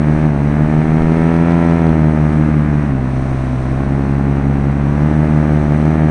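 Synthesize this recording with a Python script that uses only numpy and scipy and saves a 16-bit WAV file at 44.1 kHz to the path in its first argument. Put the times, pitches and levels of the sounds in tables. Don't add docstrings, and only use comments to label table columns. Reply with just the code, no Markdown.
import sys
import numpy as np
from scipy import signal
from scipy.fft import rfft, irfft
from scipy.io import wavfile
from scipy.ndimage import uniform_filter1d

SR = 44100
rng = np.random.default_rng(int(sys.argv[2]) if len(sys.argv) > 2 else 0)


def log_audio(samples):
    frames = np.atleast_2d(samples).T
    limited = np.clip(frames, -1, 1)
    pcm = np.round(limited * 32767).astype(np.int16)
    wavfile.write(sys.argv[1], SR, pcm)


N = 269010
T = np.arange(N) / SR

# (time [s], blade rate [Hz])
BLADE_RATE = [(0.0, 74.57), (0.26, 77.85), (0.36, 70.34), (0.6, 75.6), (1.52, 84.48), (1.77, 83.23),
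              (2.0, 77.84), (2.28, 75.69), (2.42, 76.97), (2.85, 72.82), (2.95, 66.77), (3.03, 64.5),
              (3.15, 66.61), (3.63, 64.24), (3.85, 68.83), (4.84, 70.38), (5.09, 75.9), (5.31, 76.59),
              (5.71, 74.16), (5.91, 78.32), (6.1, 77.03)]
# (centre [Hz], width [Hz], gain [dB])
TIPPED_REFLECTIONS = [(483, 62, -7.5), (659, 110, 5.5), (910, 45, -1)]


def undb(db):
    return 10 ** (np.asarray(db) / 20)


def lookup(table, at=T):
    return np.interp(at, *np.transpose(table))


def colour(x, spectrum):
    hz, db = np.transpose(spectrum)
    f = np.maximum(np.arange(N // 2 + 1) * SR / N, 1)
    shaped = irfft(rfft(x) * undb(np.interp(np.log(f), np.log(hz), db)), N)
    return shaped / np.sqrt(np.mean(shaped ** 2))


def peaks_and_notches(x, bands):
    f = np.arange(N // 2 + 1) * SR / N
    gain_db = sum(db * np.exp(-((f - hz) / width) ** 2) for hz, width, db in bands)
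    return irfft(rfft(x) * undb(gain_db), N)


def resonance(x, hz, width_hz):
    return signal.lfilter(*signal.iirpeak(hz, hz / width_hz, fs=SR), x)


def per_cycle(cycles):
    return np.interp(cycles, np.arange(2048), rng.standard_normal(2048))


def puff(cycles, at, width):
    return np.exp(-(((cycles - at + .5) % 1 - .5) / width) ** 2)


def overspeed(cruise_hz=75):
    return lookup(BLADE_RATE) - cruise_hz


def effort(spin_up_s=.08, throttle_move_s=.12):
    faster_hz = overspeed()
    hz_per_s = uniform_filter1d(np.gradient(faster_hz) * SR, int(throttle_move_s * SR))
    return faster_hz + spin_up_s * hz_per_s


def head_tilt():
    # (time [s], tilt [0 level .. 1 tipped back])
    tilt = [(2.85, 0.53), (3.15, 1), (3.68, 1), (4.0, 0.29), (4.8, 0.49), (6, 0.56)]
    return np.clip(lookup(tilt), 0, 1)


def camera_whine():
    # (frequency [Hz], level [dB rms])
    tones = [(3894, -69), (7402, -79), (7520, -79), (7790, -77), (9600, -82)]
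    return sum(np.sqrt(2) * undb(db) * np.sin(2 * np.pi * hz * T) for hz, db in tones)


def hiss_and_buffet(hiss_db_per_hz=.26, buffet_db=-31.5):
    # (frequency [Hz], relative density [dB])
    hiss_spectrum = [(300, 9.5), (2000, 10), (3200, 2.5), (4100, 4), (4900, -4), (6000, 2.5), (7200, -9),
                     (8000, -4.5), (8650, 1), (9300, -7.5), (10200, -13.5), (10800, -26)]
    # (time [s], half length [s], rise [dB])
    gusts = [(.72, .15, 8), (1.006, .09, 11)]
    # (frequency [Hz], relative density [dB])
    buffet_spectrum = [(4, -16.5), (15, 3.5), (28, -5.5), (55, -4.5), (120, -12.5), (400, -66.0)]
    hiss_db = -45.5 + hiss_db_per_hz * effort()
    hiss_db += 4.8 * head_tilt() ** 2
    hiss_db += .7 * per_cycle(6 * T)
    gust_db = sum(db * np.exp(-((T - s) / length) ** 2) for s, length, db in gusts)
    buffet = undb(buffet_db + gust_db) * colour(rng.standard_normal(N), buffet_spectrum)
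    hiss = undb(hiss_db) * colour(rng.standard_normal(N), hiss_spectrum)
    return hiss + buffet


def blade_swish(passes, cruise_db=-25.5, db_per_hz=.1, scatter_db=1.6):
    # (frequency [Hz], relative density [dB])
    turbulence = [(60, 5.5), (130, 15), (270, 13.5), (420, 8.5), (650, 3.5), (1000, 2), (1500, -4.5),
                  (2000, -4.5), (2500, -8.5), (3100, -19.5), (4500, -30.5), (9000, -45.5)]
    # (centre [Hz], width [Hz], gain [dB])
    frame_reflections = [(1340, 70, -1.5), (1470, 67, 0.5), (1800, 78, 2)]
    at_slap = .55 * puff(passes, at=0, width=.033)
    at_wakes = .41 * puff(passes, at=-.19, width=.05) + .6 * puff(passes, at=-.37, width=.075)
    envelope = 1 + (at_slap + at_wakes) * undb(scatter_db * per_cycle(passes))
    rush = colour(envelope * rng.standard_normal(N), turbulence)
    rush = peaks_and_notches(rush, frame_reflections)
    tipped_share = .26 * head_tilt()
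    rush = (1 - tipped_share) * rush + tipped_share * peaks_and_notches(rush, TIPPED_REFLECTIONS)
    return undb(cruise_db + db_per_hz * effort()) * rush


def exhaust(passes, firings_per_pass=25 / 13, jitter_cycles=.002, bark_db_per_hz=.39):
    # (centre [Hz], width [Hz], level [dB])
    pipe_modes = [(149.6, 15, -23), (251.7, 41.6, -25)]
    # (multiple of the firing rate, level [dB])
    bark_partials = [(3, -46), (5, -54.5), (7, -48), (10, -52), (14, -56), (18, -65), (22, -74)]
    # (centre [Hz], width [Hz], gain [dB])
    pipe_ring = [(963, 41, 9)]
    firings = firings_per_pass * passes - .13
    angle = 2 * np.pi * (firings + jitter_cycles * per_cycle(firings))
    octave = np.cos(2 * angle)
    drives = np.cos(angle), undb(3.1 * per_cycle(passes / 2)) * octave
    drone = sum(undb(db) * resonance(drive, hz, width)
                for drive, (hz, width, db) in zip(drives, pipe_modes))
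    bark = sum(undb(lookup(bark_partials, k)) * np.cos(k * angle + rng.uniform(0, 2 * np.pi))
               for k in range(3, 23))
    bark_db = bark_db_per_hz * effort() + 2 * per_cycle(firings)
    bark = peaks_and_notches(bark * undb(bark_db), pipe_ring)
    shake = .98 * np.cos(2 * np.pi * passes) + .68 * np.cos(np.pi * passes)
    cage_db = -26 + 2 * per_cycle(passes / 2)
    cage = resonance(undb(cage_db) * octave * shake, hz=232, width_hz=50)
    return np.sqrt(2) * (drone + bark + cage)


def blade_slap(passes, jitter_cycles=.001, waver_depth=.15, waver_passes=24, mismatch=.039):
    # (multiple of the blade rate, level [dB])
    partials = [(1, -22), (2, -15.5), (3, -15.5), (4, -20.5), (5, -29), (6, -33.5), (8, -38), (10, -40),
                (12, -40.5), (13, -56), (15, -46), (16, -42.5), (18, -49.5), (21, -45.5), (23, -48.5),
                (26, -50.5), (30, -55), (34, -65.5), (42, -70)]
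    # (time [s], gain [dB])
    bass_swell = [(0, 0), (1.2, -2.5), (1.9, 2.7), (2.7, 1.5), (3.1, -2.5), (3.8, 0.7), (6.1, 2.5)]
    # (time [s], gain [dB])
    mid_swell = [(0, 0), (1.2, -0.5), (1.7, 0.2), (2.1, 0.7), (2.6, -4.5), (3.15, -0.5), (3.9, -0.2),
                 (4.7, -1), (5.9, 1)]
    # (centre [Hz], width [Hz], gain [dB])
    level_reflections = [(383, 11, -5), (412, 14, 2), (447, 23, -9.5), (810, 91, 4), (1320, 78, 2.5),
                         (1810, 45, 3), (2300, 99, 1.5)]
    faster_hz, tilt = overspeed(), head_tilt()
    push_hz = np.minimum(faster_hz, 2.7)
    angle = 2 * np.pi * (passes + jitter_cycles * per_cycle(passes))
    scatter_db = .59 * per_cycle(passes)
    bass = undb(lookup(bass_swell))
    thump = undb(1 + .42 * push_hz + scatter_db)
    body = undb(-1.16 + .55 * push_hz - 7.5 * tilt ** 2 + scatter_db)
    snap = undb(1 + .36 * faster_hz + 1.05 * per_cycle(passes))
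    mid = snap * undb(lookup(mid_swell))
    slaps = 0
    for k in range(1, 43):
        gain = bass if k == 1 else thump if k == 2 else body if k < 5 else mid if k <= 14 else snap
        if k >= 5:
            gain = gain * (1 + waver_depth * per_cycle(passes / waver_passes))
        lead = 2.3 * np.exp(-(k / 2.1) ** 2)
        smear = .65 * (k / 20) ** 2 * rng.standard_normal()
        slaps -= gain * undb(lookup(partials, k)) * np.cos(k * angle - lead + smear)
    slaps *= np.sqrt(2) * (1 + mismatch * np.cos(np.pi * passes))
    head_level = peaks_and_notches(slaps, level_reflections)
    head_back = peaks_and_notches(slaps, TIPPED_REFLECTIONS)
    return (1 - tilt) * head_level + tilt * head_back


def scene():
    passes = .577 + np.cumsum(lookup(BLADE_RATE)) / SR
    motor = blade_slap(passes) + exhaust(passes) + blade_swish(passes)
    return (motor + hiss_and_buffet() + camera_whine())[None]


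def record(dry, top_hz=10750):
    clipped = np.clip(dry, -.95, 1)
    lowpass = signal.ellip(10, .2, 80, top_hz, fs=SR, output="sos")
    return signal.sosfilt(lowpass, clipped)


dry = scene()
out = record(dry)
log_audio(out)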